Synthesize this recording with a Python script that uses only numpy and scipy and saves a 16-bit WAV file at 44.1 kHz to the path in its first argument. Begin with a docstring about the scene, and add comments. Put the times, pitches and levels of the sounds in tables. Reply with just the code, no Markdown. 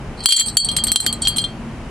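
"""A coin is shaken in a glass bottle, close by and outdoors.
Each impact excites the normal modes of the glass, whose close pairs beat; the coin adds a short bright
jingle, a tick and chatter, and a low thud sounds like overload distortion. Between impacts the coin rolls.
A railing and a house wall reflect the sound, over distant traffic and a faint tone.
The hardest impacts drive a peak limiter, which ducks everything for a moment."""
import sys
import numpy as np
from scipy import signal
from scipy.fft import rfft, irfft
from scipy.io import wavfile
from scipy.ndimage import uniform_filter1d, minimum_filter1d

SR = 44100
rng = np.random.default_rng(int(sys.argv[2]) if len(sys.argv) > 2 else 0)


def store_pcm(level_fs):
    """Save levels as 16-bit WAV."""
    pcm = np.round(np.clip(level_fs, -1, 1) * 32767).astype(np.int16)
    wavfile.write(sys.argv[1], SR, np.atleast_2d(pcm).T)


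N = 83790

def amp(db):
    """The decibel scale: 20 dB is a factor of ten in amplitude."""
    return 10 ** (np.asarray(db) / 20)

def unit(x):
    """Normalisation to an rms of 1."""
    return x / np.sqrt(np.mean(x ** 2) + 1e-20)

def read(points, hz):
    """Interpolation of a spectrum on a logarithmic frequency axis."""
    f, value = np.transpose(points)
    return np.interp(np.log(hz + 1), np.log(f + 1), value)

def level(points):
    """Amplitude envelope, interpolated in dB between points in time."""
    return amp(np.interp(np.arange(N) / SR, *np.transpose(points)))

def add(mix, start_s, sound):
    """Superposition: a stereo sound joins the mix at its start time."""
    part = mix[:, round(start_s * SR):][:, :sound.shape[1]]
    part += sound[:, :part.shape[1]]

def excite(drive, response):
    """Convolution with a stereo impulse response, scaled to unit energy on the left."""
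    return signal.oaconvolve(drive, response / np.linalg.norm(response[0]), axes=1)[:, :N]

def colour(x, spectrum, size=1024):
    """Minimum-phase filtering imposes a spectral shape causally."""
    log_gain = np.log(amp(read(spectrum, abs(np.fft.fftfreq(size, 1 / SR)))))
    response = np.fft.ifft(np.exp(np.conj(signal.hilbert(log_gain)))).real
    return excite(x, response[None])

def pair(noises, coherence):
    """Partial coherence: two independent noises are mixed into related left and right channels."""
    return np.array([noises[0], coherence * noises[0] + np.sqrt(1 - coherence ** 2) * noises[1]])

def hum(hz, width_hz):
    """Narrow-band noise is heard as a wavering tone."""
    f = np.fft.rfftfreq(N, 1 / SR)
    return unit(irfft(rfft(rng.standard_normal(N)) / (1 + ((f - hz) / width_hz) ** 2), N))

# Spectrum of the road noise. Each row: frequency in Hz, relative density in dB.
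ROAD_SPECTRUM = [(15, -31), (28, -2), (75, -1.5), (96, -5), (135, -3), (175, -6.5), (226, -8.5), (264, -9),
                 (456, -16), (576, -17.5), (827, -16.5), (1190, -22.5), (3100, -28.5), (3350, -34.5),
                 (10500, -44), (12300, -55), (15900, -83), (22000, -120)]
# Likeness of the road noise left and right. Each row: frequency in Hz, coherence from 0 to 1.
ROAD_COHERENCE = [(30, 1), (150, 0.98), (350, 0.95), (700, 0.89), (1500, 0.74), (4000, 0.25), (12000, 0.12)]
# Envelopes of the road noise and of a distant engine. Each row: time in seconds, level in dB.
ROAD_LEVEL = [(0, -30.5), (.5, -33), (.8, -30.5), (1.3, -30), (1.6, -31), (1.9, -30.5)]
ENGINE_LEVEL = [(0, -42.5), (.6, -39), (.9, -40), (1.6, -35), (1.9, -37.5)]

def traffic():
    """Distant road noise, its coherence falling with frequency, and an engine's narrow-band hum."""
    hz = np.fft.rfftfreq(N, 1 / SR)
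    noise = pair(rfft(rng.standard_normal((2, N))), read(ROAD_COHERENCE, hz))
    balance = amp([[.4], [-.4]])
    road = unit(irfft(noise * amp(read(ROAD_SPECTRUM, hz)), N)) * balance
    return level(ROAD_LEVEL) * road + level(ENGINE_LEVEL) * hum(hz=225.6, width_hz=5.6)

# Envelope of the faint tone. Each row: time in seconds, level in dB.
TONE_LEVEL = [(0, -58), (.3, -61), (.7, -47.5), (1.1, -44.5), (1.5, -58), (1.9, -90)]

def faint_tone():
    """A narrow band of noise rings at one pitch, swelling and fading."""
    return level(TONE_LEVEL) * hum(hz=1212, width_hz=4)

# Normal modes in six families: low, middle, high and upper glass, then coin and sparkle.
# Each row: frequency in Hz, relative level in dB, 60 dB decay time in seconds,
# left-right level difference in dB, phase lead of the left in radians.
MODE_FAMILIES = [
    [(3211, -2, .16, 2, -.4), (3193, -3, .15, 1, -.4), (3548, -32, .1, 0, 0), (3120, -26, .05, 0, 0)],
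    [(4099, -6, .14, 0, 0), (4190, -3, .095, 0, .7), (4140, -3, .05, 2, -.6), (3852, -24, .12, 0, 0),
     (5080, -22, .1, 0, 0), (5770, -17, .075, 0, 0)],
    [(4468, 0, .21, 0, .1), (4513, -10, .14, -3, 1.5)],
    [(7135, -7, .09, 3, -1.8), (7208, -4.5, .1, 9, 2.6), (7757, -5, .1, -2, .2)],
    [(8275, -3, .07, 4, -.9), (8210, -5, .04, -5, 0), (8360, -7, .035, -2, 0), (8560, -10, .04, 0, .2),
     (8803, -11, .05, 2, .4), (11870, -22, .06, 0, 1.5)],
    [(9059, -5, .06, -2, 0), (9160, -6, .04, -1, 0), (9334, -6, .055, 0, 1.8), (9465, -5, .06, 0, -1.6),
     (11540, -16, .055, 0, -.8), (11728, -15, .06, 0, 1.2), (11980, -17, .055, 0, 2),
     (12280, -19, .05, 0, 0)],
]
LOW, MIDDLE, HIGH, UPPER, COIN, SPARKLE = range(6)
GLASS_SCATTER_HZ, MIDDLE_SCATTER_HZ, COIN_SCATTER_HZ = 2.85, 7, 45

def ring(family, scatter_hz, random_phase=True, twin=1):
    """Free vibration is a sum of damped sinusoids; twin weights the family's second mode."""
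    t = np.arange(SR // 3) / SR
    side = np.array([[.5], [-.5]])
    scatter_db, scatter_rad = 5.5, (.8 if random_phase else .42)
    out, power = 0, 0
    for k, (hz, db, t60, pan_db, lead) in enumerate(MODE_FAMILIES[family]):
        gain = amp(db + scatter_db * rng.standard_normal()) * (twin if k == 1 else 1)
        start_phase = random_phase * 2 * np.pi * rng.random()
        phase = start_phase + side * (lead + scatter_rad * rng.standard_normal())
        hz = hz + scatter_hz * rng.standard_normal()
        envelope = gain * amp(side * pan_db - 60 * t / t60)
        out = out + envelope * np.sin(2 * np.pi * hz * t + phase)
        power += gain ** 2 / 2
    return out / np.sqrt(power)

# The coin rolls and slides unevenly along the wall.
# Each row: start and end in seconds, then relative levels of glass, coin and scrape in dB.
ROLLS = [(0.167, 0.263, -35.5, -50, -46), (0.278, 0.366, -12, -16, -15.5), (0.363, 0.424, -12, -28, -19.5),
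         (0.444, 0.504, -39.5, -24.5, -38), (0.523, 0.59, -57, -38.5, -60), (0.71, 0.752, -46, -39.5, -44),
         (0.756, 0.793, -30, -30, -54), (0.925, 0.94, -44, -43, -36), (1.025, 1.062, -44, -33.5, -35),
         (1.127, 1.195, -46, -45.5, -59), (1.213, 1.27, -25.5, -43, -60), (1.287, 1.345, -34.5, -40.5, -46),
         (1.385, 1.526, -48, -53, -67)]
# Spectrum of the scrape. Each row: frequency in Hz, relative density in dB.
SCRAPE_SPECTRUM = [(100, -35), (1500, -2.5), (3000, -3), (4500, 3), (6200, -18.5), (8600, 7.5),
                   (10400, -17), (12000, -23), (13500, -25)]

def rolling():
    """Forced vibration: rapid taps of the milled rim drive glass and coin modes and a gritty scrape."""
    taps_per_s, scatter_db, wobble_db, wobble_s = 1200, 2.5, 4.5, .008
    t = np.arange(SR // 100) / SR
    out = np.zeros((2, N))
    for start, end, glass_db, coin_db, scrape_db in ROLLS:
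        progress = np.clip((np.arange(N) / SR - start) / (end - start), 0, 1)
        arch = np.sqrt(4 * progress * (1 - progress))
        taps = (rng.random(N) < taps_per_s / SR) * amp(scatter_db * rng.standard_normal(N))
        wobble = unit(uniform_filter1d(rng.standard_normal(N), round(wobble_s * SR)))
        force = unit(taps * arch * amp(wobble_db * wobble))[None]
        force *= np.sqrt((end - start) * SR / N)  # rms 1 within the roll
        glass = sum(ring(family, GLASS_SCATTER_HZ) for family in (LOW, MIDDLE, HIGH))
        coin = ring(COIN, COIN_SCATTER_HZ)
        grit = pair(rng.standard_normal((2, len(t))), coherence=.32) * np.exp(-t / .0012)
        out += amp(glass_db) * excite(force, glass) + amp(coin_db) * excite(force, coin)
        out += amp(scrape_db) * colour(excite(force, grit), SCRAPE_SPECTRUM)
    return out

def onset(rise_ms, size):
    """Exponential rise: a square hit starts at once, a glancing touch swells."""
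    return 1 - np.exp(-np.arange(size) / SR * 1000 / max(rise_ms, .05))

# Impacts of the coin on the glass. Each row: start in seconds, relative levels in dB of the six mode
# families and of the tick, signed weight of the low mode's twin, relative thud level in dB, rise in ms.
IMPACTS = [(0.2364, -46, -27.5, -47, -31, -23.5, -37, -32, 0.68, -40, 2.7),
           (0.2585, 7.5, 5.5, 7, 7.5, 2, 13.5, 1, 0.072, 5, 0.34),
           (0.287, 8, -18, 7.5, 5, -8, 5, -3.5, -0.38, 6, 1.1),
           (0.3066, -2, -2, -5, 0.5, -14, -6, -5, -0.17, -6, 0.71),
           (0.322, 9, -16, 6, -5, 2, 2, 3, -0.075, 2.5, 1.03),
           (0.3422, -24, -27, -33, -10, -12, -11, -7, 0.15, -12, .6),
           (0.3626, -26, -5, -18, -0.5, 1, -13, -25, 0.55, -16, 1),
           (0.365, -19, -15, -9.5, -10, -19, -4, -17, 0.99, -11, .3),
           (0.3891, -10.5, -8, -13, -7, -29, -18, -11, 0.16, -15, 1.3),
           (0.3961, -1.5, -31, -11, -1, -8, -11, -6, -0.84, -9, 0.52),
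           (0.405, -27, -26, -22, -30, -9, -8, -33, 0.12, -12, 1.5),
           (0.483, -44, -22.5, -50, -27, -16, -31, -30, 0.09, -27, 1.3),
           (0.5695, -6.5, -43, -0.5, 1, -35, 1.5, -8, 0.33, -10, 0.86),
           (0.599, -50, -15, -10.5, -39, -6.5, -14, -30, 0.076, -20, 1.4),
           (0.6465, -50, -25, -43, -27, -8.5, -24, -27.5, -0.48, -28, 0.41),
           (0.687, -16.5, -20.5, -26.5, -34, -17.5, -32, -30, 0.047, -29, 0.61),
           (0.714, -23, -20.5, -42, -37, -19.5, -28, -33, -0.023, -40, 1.5),
           (0.7648, -20, -17.5, -28, -18.5, -8.5, -14.5, -19, -0.37, -13.5, 1.5),
           (0.785, -23, -44, -32, -31, -40, -30, -30, -0.17, -13, 1.5),
           (0.796, -19.5, -37, -48, -43, -40, -45, -50, -0.42, -45, 1),
           (0.8382, -36, -22.5, -27, -24.5, -11, -14.5, -27, -0.49, -18.5, 0.16),
           (0.8684, -25.5, -42, -52, -27, -12.5, -27, -25, 0.28, -20, 0.43),
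           (0.882, -20.5, -21, -22, -32, -37, -35, -29, -0.66, -22, 0.48),
           (0.9178, -21, -13.5, -27, -13, -4.5, -17, -20.5, -0.4, -10, 0.19),
           (0.9589, -7, -8, -19.5, -9, -11, -3.5, -9, 1, -4.5, 0.47),
           (1.001, -23, -9, -47, -15.5, -6, -15, -25, 0.52, -14, 1.7),
           (1.0638, -12.5, -21, -16.5, -17.5, -16, -15, -15.5, -2.16, -10, 0.088),
           (1.1269, -31.5, -23.5, -56, -26.5, -15.5, -24, -36, 0.89, -29, 0.15),
           (1.219, -30, -36, -22, -23.5, -12, -24, -30, -0.42, -29, 1.6),
           (1.25, -22, -26, -46, -32, -46, -47, -30, 0.59, -29, 2.6),
           (1.272, -12.5, -11.5, -22, -19, -16.5, -26.5, -22.5, 0.19, -14, 0.25),
           (1.282, -18.5, -43, -23.5, -24, -10.5, -17.5, -30, -0.4, -22, 0.53),
           (1.361, -23.5, -26, -44, -29, -23, -28, -39, -0.00044, -18, 1.2),
           (1.368, -50, -27, -50, -30, -17, -20.5, -29, 0.34, -40, 0.94),
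           (1.383, -13, -13, -24, -25, -25, -18.5, -19.5, -0.14, -16, 0.69),
           (1.413, -28, -50, -50, -36, -19.5, -48, -41, -0.23, -41, 1.8),
           (1.4396, -18, -20, -41, -35, -27.5, -41, -32, 0.12, -30, 1.15)]

def clinks():
    """Impulse excitation of glass and coin: the point of impact decides which modes ring."""
    out = np.zeros((2, N))
    for start, *family_db, _, twin, _, rise_ms in IMPACTS:
        gain = amp(family_db)
        glass = (gain[LOW] * ring(LOW, GLASS_SCATTER_HZ, random_phase=False, twin=twin)
                 + gain[MIDDLE] * ring(MIDDLE, MIDDLE_SCATTER_HZ, random_phase=False)
                 + gain[HIGH] * ring(HIGH, GLASS_SCATTER_HZ, random_phase=False)
                 + gain[UPPER] * ring(UPPER, GLASS_SCATTER_HZ))
        jingle = sum(gain[family] * ring(family, COIN_SCATTER_HZ) for family in (COIN, SPARKLE))
        add(out, start, (glass + jingle) * onset(rise_ms, glass.shape[1]))
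    return out

def bursts(spectrum, t60_s, rough_db, coherence, is_thud=False):
    """Exponentially decaying, grainy noise at each impact, scaled by its tick or thud level."""
    t = np.arange(SR // 4) / SR
    out = np.zeros((2, N))
    for start, *_, tick_db, _, thud_db, rise_ms in IMPACTS:
        flutter = unit(uniform_filter1d(rng.standard_normal(len(t)), size=40))
        grain = unit(amp(rough_db * flutter))
        envelope = amp((thud_db if is_thud else tick_db) - 60 * t / t60_s) * onset(rise_ms / 2, len(t))
        add(out, start, envelope * grain * pair(rng.standard_normal((2, len(t))), coherence))
    return colour(out, spectrum)

# Spectra of the three impact noises. Each row: frequency in Hz, relative density in dB.
TICK_SPECTRUM = [(100, 24), (700, -6), (1500, -7), (2600, 20), (4000, -16), (6000, 25.5), (8500, 1),
                 (10500, 10), (12400, 17), (14000, -20)]
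THUD_SPECTRUM = [(60, -1), (300, 15.5), (700, 6.5), (1500, 17), (2400, 13), (4000, -15), (9000, -80),
                 (20000, -110)]
CHATTER_SPECTRUM = [(100, -64), (1000, -24), (2700, -1.5), (3200, 11.5), (3650, 2), (4250, 5), (6200, -2.5),
                    (8600, 4.5), (10400, 0), (12000, -8), (13600, -24.5)]

def impact_noise():
    """Noise transients: a contact tick, a low thud like overload distortion, the coin skittering on."""
    tick = amp(1.5) * bursts(TICK_SPECTRUM, t60_s=.0062, rough_db=-1.5, coherence=.55)
    thud = amp(-7) * bursts(THUD_SPECTRUM, t60_s=.015, rough_db=-3, coherence=.83, is_thud=True)
    chatter = amp(1) * bursts(CHATTER_SPECTRUM, t60_s=.066, rough_db=5.5, coherence=.5)
    return tick + thud + chatter

def echoes(sound, per_s=2000, gap_s=.003, t60_s=.12):
    """Early reflections from the porch railing and house wall arrive sparsely and die quickly."""
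    t = np.arange(SR // 3) / SR
    strengths = rng.standard_normal((2, len(t)))
    arrivals = (rng.random((2, len(t))) < per_s / SR) * (t > gap_s)
    return excite(sound, strengths * arrivals * amp(-60 * t / t60_s))

def scene():
    """Superposition of the nearby bottle, its reflections and the background."""
    bottle = impact_noise() + clinks() + rolling()
    return bottle + amp(-20.5) * echoes(bottle) + traffic() + faint_tone()

def low_pass(x, hz):
    """A windowed-sinc filter sets a steep band limit."""
    return signal.oaconvolve(x, signal.firwin(201, hz, window=("kaiser", 8), fs=SR)[None], "same")

def record(dry):
    """Peak limiting between two band limits: the gain drops, holds and recovers; overshoots clip."""
    limit_db, attack_s, hold_s, recover_db_per_s = -1, .00069, .018, 186
    x = low_pass(dry, hz=12400)
    peak_db = 20 * np.log10(abs(x).max(0) + 1e-9)
    over_db = np.maximum(peak_db - limit_db, 0)
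    half_hold = int(hold_s * SR / 2)
    held_db = -minimum_filter1d(-over_db, 2 * half_hold + 1, origin=half_hold)  # largest recent excess
    recovery_db = np.arange(N) * recover_db_per_s / SR
    target_db = np.maximum.accumulate(held_db + recovery_db) - recovery_db
    pole = np.exp(-1 / (attack_s * SR))
    duck_db = signal.lfilter([1 - pole], [1, -pole], target_db)
    clipped = np.clip(x * amp(-duck_db), -.99, .99)
    return low_pass(clipped, hz=14800)

dry = scene()
out = record(dry)
store_pcm(out)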